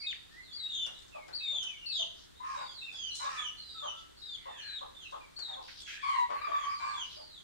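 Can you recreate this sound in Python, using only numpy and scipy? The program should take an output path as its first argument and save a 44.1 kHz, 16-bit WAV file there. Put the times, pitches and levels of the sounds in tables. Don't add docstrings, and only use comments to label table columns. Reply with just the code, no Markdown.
import sys
import numpy as np
from scipy import signal
from scipy.fft import rfft, irfft
from scipy.io import wavfile

SR = 44100
rng = np.random.default_rng(int(sys.argv[2]) if len(sys.argv) > 2 else 0)


def master(y):
    cut = np.clip(np.atleast_2d(y).T, -1, 1)
    pcm = np.round(cut * 32767)
    wavfile.write(sys.argv[1], SR, pcm.astype(np.int16))


N = 327663

# t/s, length/s, held f/Hz, leap/Hz, drop/Hz, level/dB, swell/dB
NEAR_PEEPS = [(0.062, 0.071, 3780, -4.5, 2233, -33.5, -2), (0.521, 0.34, 3952, 720, 390, -38.5, 6),
              (1.326, 0.27, 3865, 750, 397, -36.5, 9.5), (1.854, 0.18, 3897, 691, 1097, -34.5, 6.5),
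              (4.215, 0.15, 3694, 221, 563, -43, 2.5), (4.615, .182, 4060, 263.5, 710, -41.5, 1),
              (5.36, 0.19, 3895, 627, 454, -40, 0)]
# t/s, length/s, start f/Hz, end f/Hz, arch/Hz, level/dB, swell/dB
FAR_PEEPS = [(0, 0.051, 4780, 4270, 86, -47, -14), (0, 0.053, 2310, 2090, -17, -61.5, -8),
             (0.031, 0.07, 2490, 2320, 123, -58, -25), (0.293, 0.12, 1700, 2107, -18.5, -63.5, 11),
             (0.423, 0.13, 4430, 3370, -260, -60.5, -2), (0.568, 0.081, 2130, 1900, 12, -70, -7),
             (0.654, 0.096, 2660, 2670, 270, -64.5, -4), (0.7, 0.17, 3653, 2836, -120, -48, -1),
             (0.939, 0.091, 4040, 3640, -180, -60.5, -17), (1.116, 0.13, 2740, 2180, -130, -62.5, -2),
             (1.401, 0.086, 2570, 2100, 123, -55.5, -19), (1.485, 0.2, 3416, 2931, 41.5, -46, 7.5),
             (1.672, 0.081, 2635, 2174, 23, -54, -8), (1.771, 0.14, 2913, 2574, 35.5, -56.5, -2),
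             (1.896, 0.084, 4700, 4650, 263, -56, 6), (1.92, 0.091, 3775, 2976, -11, -44, 2),
             (2.342, 0.073, 3550, 3750, 156, -64.5, 10), (2.547, 0.18, 3740, 3210, 280.5, -56, -2),
             (2.594, 0.13, 4670, 4540, 202.5, -59, 0), (2.737, 0.12, 4580, 3616, -230, -52.5, 6),
             (2.812, 0.089, 2570, 2290, 250, -54, -9), (2.898, 0.21, 3634, 2934, -59, -47.5, 11.5),
             (2.923, 0.15, 4870, 4620, 135, -59.0, 2), (3.104, 0.17, 4184, 3534, 151.5, -52, -1),
             (3.357, 0.051, 2390, 2130, 35, -54.5, -7), (3.371, 0.109, 3610, 2847, 6, -46.5, 7.5),
             (3.568, 0.22, 4295, 3650, -19.5, -53.5, 3), (3.781, 0.13, 3630, 2837, 25, -47.5, 5.5),
             (3.61, 0.17, 4720, 4390, 103, -60.5, 5), (3.951, 0.057, 3626, 3470, -64, -61, -8),
             (4.165, 0.12, 4460, 3800, -6, -61.5, -8), (4.178, 0.171, 5170, 4370, 79.5, -64, 8),
             (4.479, 0.14, 3650, 2770, 212.5, -56.5, 10), (4.667, 0.13, 4490, 2994, 143, -61.5, -8),
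             (4.944, 0.12, 3650, 2486, 294.5, -55.5, 4.5), (5.024, 0.12, 4120, 3254, 142.5, -64, 5),
             (5.201, 0.06, 2456, 2210, 34, -62.5, -12), (5.766, 0.14, 3632, 3030, 78, -55, 11),
             (6.312, 0.198, 4704, 3110, 40.5, -62.0, 8), (6.517, 0.15, 3704, 3082, -29.5, -55, 6),
             (6.687, 0.14, 4920, 3440, 371.5, -56.5, -1), (6.842, 0.092, 4460, 4330, 31.5, -58, 4),
             (6.934, 0.1, 3604, 2833, 93.5, -46, 8.5), (7.147, 0.26, 4884, 3030, 400.5, -58.0, -4)]
# f/Hz, gain/dB
BEAK_COLOUR = [(2000, 2.5), (4700, -0.5), (5400, -5), (6300, 7.5), (7200, -1.5), (8200, -7), (10000, -13),
               (15000, -5)]
# t/s, level/dB
ALARM_CHIPS = [(5.677, -49.5), (5.868, -48), (5.893, -55), (5.937, -54)]
# t/s, length/s, start f/Hz, end f/Hz, arch/Hz, level/dB, swell/dB, roughness/0-1, 2nd harmonic/dB
HEN_WHINES = [(2.397, 0.18, 962, 954, 119, -41.5, -3, 0.31, -21.5),
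              (3.203, .11, 1002, 1091, 28.5, -42, -2, 0.42, -16),
              (3.743, 0.051, 1295, 1256, 38, -47.5, 5, 0.1, -16.5),
              (3.887, 0.15, 1342, 1316, 3.5, -53.5, 2, .05, -13),
              (6.026, .155, 1103, 1062, 24.5, -33, 1, 0.43, -13),
              (6.172, 0.074, 1006, 970.5, -10.5, -31.5, -1, 0.16, -11),
              (6.295, 0.078, 1088, 1124, 19, -37, 2, .4, -21.5),
              (6.409, 0.067, 1158, 1185, 28, -34.5, -2, 0.5, -12),
              (6.51, 0.106, 1127, 1190, 12, -35, -11, 0.47, -17.5),
              (6.632, .13, 1134, 1161, 8, -36, -8.5, 0.4, -14.5),
              (6.79, .16, 1172, 1164, 9.5, -41.5, -1, 0, -7),
              (6.81, 0.19, 1068, 957, 50, -44, -13, 0.46, -18)]
# t/s, length/s, start f/Hz, end f/Hz, arch/Hz, level/dB, swell/dB, pulse rate/Hz
HEN_RASPS = [(2.427, .22, 1220, 940, 40, -46.5, 8, 225), (3.191, 0.24, 974, 1120, 149, -44, 3.5, 265),
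             (4.36, 0.38, 2280, 1670, -200, -58, 14, 68), (5.472, 0.081, 1000, 840, -130, -51.5, 0, 150),
             (5.867, 0.16, 1710, 1780, -70, -53, 7, 165), (6.01, 0.19, 2360, 1810, 36, -48, 0.5, 135),
             (6.79, 0.23, 995, 970, 112, -46, -6, 112)]
# multiple of the lowest, width/Hz, gain/dB
HEN_THROAT = [(1, 170, 14), (1.45, 240, 6.5), (1.95, 450, -2), (4.3, 900, -21), (7, 700, -20.5)]
# t/s, level/dB, f/Hz, length/s, beak opening (factor on the throat's frequencies)
ROOSTER_CLUCKS = [(1.146, -40, 632, 0.029, 0.86), (1.519, -49, 587, 0.036, 0.79),
                  (1.989, -44, 667, 0.037, 0.79), (2.566, -40.5, 573, 0.055, 0.86),
                  (3.232, -33, 574.5, 0.038, 1), (3.823, -33.5, 592.4, 0.046, 0.98),
                  (4.455, -37.5, 544.5, 0.041, 0.9), (4.81, -36.5, 563, 0.029, 0.93),
                  (5.123, -34.5, 572.7, 0.032, 0.96), (5.565, -40, 545.4, 0.037, 0.89),
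                  (6.288, -37, 598, 0.053, 0.88), (6.479, -41.5, 689, 0.041, 0.84),
                  (7.164, -51, 618, 0.053, 0.79)]
# f/Hz, gain/dB
ROOSTER_THROAT = [(200, -18), (450, -23), (600, -11.5), (800, -4), (1050, 4.5), (1350, -0.5), (2000, -26),
                  (4000, -17), (8000, -72)]
# t/s, length/s, level/dB, centre f/Hz
AIR_PUFFS = [(0.279, 0.13, -69, 4400), (2.135, 0.11, -63.5, 5100), (2.437, 0.14, -61, 5600),
             (3.131, 0.1, -52.5, 7150), (3.201, 0.19, -55.5, 5800), (3.941, 0.087, -66.5, 4900),
             (5.602, 0.23, -56, 4520), (5.854, 0.11, -50, 2940), (5.855, 0.11, -57, 5670),
             (5.995, 0.24, -64.5, 7450), (6.294, 0.48, -54, 2150), (6.493, 0.53, -67, 5900),
             (7.031, 0.14, -55.5, 4300)]
# multiple of the centre, level/dB
PUFF_SPECTRUM = [(.1, -62), (.45, -21), (.75, 1), (1, 0.5), (1.25, -4.5), (1.7, -26.5), (4, -32)]
# t/s, level/dB
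LOW_THUDS = [(.863, -57), (1.283, -55.5), (1.628, -61.5), (2.925, -64.5), (5.385, -58.5), (6.3, -48.5),
             (6.47, -53)]
# f/Hz, level/dB
THUD_SPECTRUM = [(100, -14), (320, -3.5), (750, 6), (1500, 8), (3000, -5), (7000, -17), (15000, -60)]
# t/s, level/dB
BEAK_TICKS = [(0.7407, -50), (0.8636, -38.5), (0.9892, -51), (1.0204, -46.5), (1.081, -51), (1.281, -47),
              (1.6285, -36.5), (2.9257, -49.5), (3.1537, -31), (3.167, -38), (4.7515, -59), (5.1113, -50),
              (5.3906, -41.5), (5.8027, -42), (5.8197, -39.5)]
# f/Hz, level/dB
TICK_SPECTRUM = [(1000, -34), (4000, 5.5), (7500, 4.5), (10000, -10.5), (15000, -33)]
# f/Hz, level/dB
WASH_SPECTRUM = [(12, -41), (20, -1), (83, -4), (333, -16), (404, -19.5), (614, -22), (1340, -13),
                 (1870, -15), (2090, -15.5), (2330, -20), (3260, -15.5), (3640, -12.5), (5690, -22.5),
                 (7310, -21), (15500, -35)]
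# f/Hz, time to fall by 60 dB/s
WALL_DECAY = [(200, 0.82), (1000, 0.43), (3500, 0.55), (8000, 0.5), (15000, 0.092)]
# f/Hz, gain/dB
SIDE_LIFT = [(40, -1), (110, 5.5), (200, 7.5), (380, 16), (700, 12), (1300, -1), (2500, 0), (8000, 0)]


def peeps(calls, jitter, flutter_db, second_db, third_db, hoarse_db, hoarse_hz, drift=0.00785):
    out = np.zeros(N)
    for start, hz, strength in calls:
        strain = (hz / 4000) ** 2.97
        hz = hz * (1 + drift * wobble(len(hz), 19.5) + jitter * strain * wobble(len(hz), 113))
        hoarseness = 1 + from_db(hoarse_db) * strain * wobble(len(hz), hoarse_hz)
        flutter = from_db(flutter_db * wobble(len(hz), 42))
        add(out, start, syrinx(hz, [0, second_db, third_db]) * hoarseness * strength * flutter)
    return colour(out, BEAK_COLOUR)


def near_calls(leap_at_s=.032, leap_width_s=.038, sag_hz_per_s=1200, drop_s=.012):
    for start, length, held_hz, leap_hz, drop_hz, db, swell_db in NEAR_PEEPS:
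        t = np.linspace(0, length, int(length * SR))
        leap = leap_hz * np.exp(-((t - leap_at_s) / leap_width_s) ** 2)
        drop = drop_hz * np.exp((t - length) / drop_s)
        hz = held_hz + leap - sag_hz_per_s * t - drop
        yield start, hz, breath(length, db, swell_db, attack_s=.015, release_s=.0046)


def coop_calls():
    for start, length, start_hz, end_hz, arch_hz, db, swell_db in FAR_PEEPS:
        hz = glide(length, start_hz, end_hz, arch_hz)
        yield start, hz, breath(length, db, swell_db, attack_s=.0062, release_s=.0048)


def chips(top_hz=3400, bottom_hz=1450, length_s=.014):
    out = np.zeros(N)
    progress = np.arange(int(length_s * SR)) / (length_s * SR)
    hz = np.interp(progress, [0, .7, 1], [top_hz, bottom_hz, bottom_hz])
    soft_edges = signal.windows.tukey(len(hz), 400 / len(hz))
    for start, db in ALARM_CHIPS:
        add(out, start, from_db(db) * syrinx(hz, [0, -13]) * soft_edges)
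    return out


def whines(jitter=.069, shimmer_depth=.46, throb_depth=1.06, half_db=-17):
    out = np.zeros(N)
    for start, length, start_hz, end_hz, arch_hz, db, swell_db, rough, second_db in HEN_WHINES:
        hz = glide(length, start_hz, end_hz, arch_hz)
        hz *= 1 + jitter * rough * wobble(len(hz), 218)
        tone = syrinx(hz, [0, second_db, 2 * second_db - 12, second_db - 10.5])
        tone += syrinx(1.5 * hz, [half_db]) * rough * wobble(len(hz), 130)
        throb = 1 + throb_depth * rough * np.tanh(wobble(len(hz), 68))
        shimmer = 1 + shimmer_depth * rough * wobble(len(hz), 116)
        strength = breath(length, db, swell_db, attack_s=.014, release_s=.02)
        add(out, start, tone * throb * shimmer * strength)
    return out


def rasps(unevenness=.03, air=.07, sag=.22):
    out = np.zeros(N)
    for start, length, start_hz, end_hz, arch_hz, db, swell_db, pulse_hz in HEN_RASPS:
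        hz = glide(length, start_hz, end_hz, arch_hz)
        slowing = sag * np.linspace(.5, -.5, len(hz))
        cycles = np.cumsum(pulse_hz * np.exp(slowing + unevenness * wobble(len(hz), 120))) / SR
        pulses = np.diff(np.floor(cycles), prepend=0)
        drive = unit(pulses) + air * rng.standard_normal(len(hz))
        voice = sum(from_db(gain_db) * resonate(resonate(drive, k * hz, width), k * hz, 2 * width)
                    for k, width, gain_db in HEN_THROAT)
        add(out, start, unit(voice) * breath(length, db, swell_db, attack_s=.0072, release_s=.033))
    return colour(out, [(100, -16), (8200, 5.5), (10500, -5), (15000, -35)])


def clucks(jitter=.06, break_ratio=.59):
    out = np.zeros(N)
    for start, db, pitch_hz, length, opening in ROOSTER_CLUCKS:
        progress = np.linspace(0, 1, int(length * SR))
        hz = pitch_hz * np.interp(progress, [0, .45, .65, 1], [.92, 1.04, .95, break_ratio])
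        hz *= 1 + jitter * wobble(len(hz), 400)
        throat = [(f * opening, gain_db) for f, gain_db in ROOSTER_THROAT]
        voice = colour(syrinx(hz, harmonics_db=np.zeros(14)), throat)
        swell = np.interp(progress, [0, .25, .7, 1], [.13, .29, .32, .16])
        add(out, start, from_db(db) * unit(voice * swell))
    return out


def hisses():
    out = np.zeros(N)
    for start, length, db, centre_hz in AIR_PUFFS:
        size = int(length * SR)
        air = colour(rng.standard_normal(size), [(k * centre_hz, gain) for k, gain in PUFF_SPECTRUM])
        grain = 1 + wobble(size, 150)
        add(out, start, from_db(db) * unit(air * grain) * signal.windows.tukey(size, .3))
    return out


def bursts(events, spectrum, decay_s):
    out, t = np.zeros(N), np.arange(SR // 5) / SR
    for start, db in events:
        noise = unit(colour(rng.standard_normal(len(t)), spectrum))
        add(out, start, from_db(db) * noise * np.exp(-t / decay_s))
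    return out


def yard(x, left_db, right_db, early_db, tail_db, early_s=.04, echoes=9, lag_samples=25):
    direct = np.array([from_db(left_db) * np.roll(x, lag_samples), from_db(right_db) * x])
    early = np.zeros((2, SR))
    delays = ((.003 + early_s * rng.random((2, echoes))) * SR).astype(int)
    strengths = rng.choice([-1., 1.], delays.shape) * np.exp(-delays / (early_s * SR))
    np.put_along_axis(early, delays, strengths, 1)
    hz, t, noise = signal.stft(rng.standard_normal((2, SR)), SR, nperseg=256)
    decay = from_db(-60 * t / curve_at(WALL_DECAY, hz)[:, None])
    build_up = np.minimum(t / .015, 1)
    tail = signal.istft(noise * decay * build_up, SR, nperseg=256)[1][:, :SR]
    walls = (from_db(early_db) * unit(early) + from_db(tail_db) * unit(tail)) / np.sqrt(SR)
    return direct + signal.fftconvolve(x[None], walls, axes=1)[:, :N]


def background(wash_db=-61, waver_db=.5, hum_hz=59.8, hum_db=-76):
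    wash = unit(colour(rng.standard_normal((2, N)), WASH_SPECTRUM))
    wash *= from_db(wash_db - waver_db * wobble(N, .85))
    hum = syrinx(hum_hz * (1 + .0515 * wobble(N, 4.95)), [hum_db])
    return wash + hum * (1 + .15 * wobble(N, 1.6))


def syrinx(hz, harmonics_db):
    phase = 2 * np.pi * np.cumsum(hz) / SR
    return np.sqrt(2) * sum(from_db(db) * np.sin(k * phase) * (k * hz < SR / 2)
                            for k, db in enumerate(harmonics_db, 1))


def breath(length, db, swell_db, attack_s, release_s):
    t = np.linspace(0, length, int(length * SR))
    gate = np.clip(np.minimum(t / attack_s, (length - t) / release_s), 0, 1)
    return from_db(db + swell_db * (t / length - .5)) * np.sin(np.pi / 2 * gate)


def glide(length, start_hz, end_hz, arch_hz):
    progress = np.linspace(0, 1, int(length * SR))
    return start_hz + (end_hz - start_hz) * progress + arch_hz * (1 - (2 * progress - 1) ** 2)


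def resonate(x, hz, width_hz):
    turn = np.exp(2j * np.pi * np.cumsum(hz) / SR)
    pole = np.exp(-np.pi * width_hz / SR)
    return 2 * (turn * signal.lfilter([1 - pole], [1, -pole], x / turn)).real


def wobble(size, hz):
    padded = size + SR // 4
    f = np.fft.rfftfreq(padded, 1 / SR)
    return unit(irfft(rfft(rng.standard_normal(padded)) / (1 + (f / hz) ** 4)))[:size]


def colour(x, points):
    size = x.shape[-1]
    gain = from_db(curve_at(points, np.fft.rfftfreq(2 * size, 1 / SR)))
    return irfft(rfft(x, 2 * size) * gain)[..., :size]


def curve_at(points, hz):
    f, value = np.transpose(points)
    return np.interp(np.log(hz + 1), np.log(f + 1), value)


def add(mix, start_s, sound):
    part = mix[max(round(start_s * SR), 0):][:len(sound)]
    part += sound[:len(part)]


def from_db(db):
    return 10 ** (np.asarray(db) / 20)


def unit(x):
    return x / np.sqrt(np.mean(x ** 2) + 1e-20)


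def scene():
    near = peeps(near_calls(), jitter=.0058, flutter_db=2.5, second_db=-22.5, third_db=-35,
                 hoarse_db=-15.5, hoarse_hz=500)
    coop = peeps(coop_calls(), jitter=.0117, flutter_db=3, second_db=-17.5, third_db=-44,
                 hoarse_db=-10, hoarse_hz=433)
    thuds = bursts(LOW_THUDS, THUD_SPECTRUM, decay_s=.036)
    ticks = from_db(-4.5) * bursts(BEAK_TICKS, TICK_SPECTRUM, decay_s=.0019)
    return (yard(near, left_db=-1.5, right_db=-8.5, early_db=-8.5, tail_db=-13)
            + yard(coop + chips(), left_db=-8, right_db=-2.5, early_db=2, tail_db=-4.5)
            + yard(whines(), left_db=-2, right_db=-16, early_db=-5.5, tail_db=-9.5)
            + yard(rasps(), left_db=-2.5, right_db=-6, early_db=1, tail_db=-2)
            + yard(hisses(), left_db=.5, right_db=-17.5, early_db=1, tail_db=-6)
            + yard(clucks(), left_db=-9, right_db=-16, early_db=-12.5, tail_db=-14.5)
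            + yard(thuds + ticks, left_db=4, right_db=-12.5, early_db=2, tail_db=-2)
            + background())


def record(dry):
    mid = dry.mean(0)
    side = colour((dry[0] - dry[1]) / 2, SIDE_LIFT)
    low_pass = signal.firwin(511, cutoff=15750, window=("kaiser", 9), fs=SR)
    return signal.oaconvolve(np.array([mid + side, mid - side]), low_pass[None], "same")


dry = scene()
out = record(dry)
master(out)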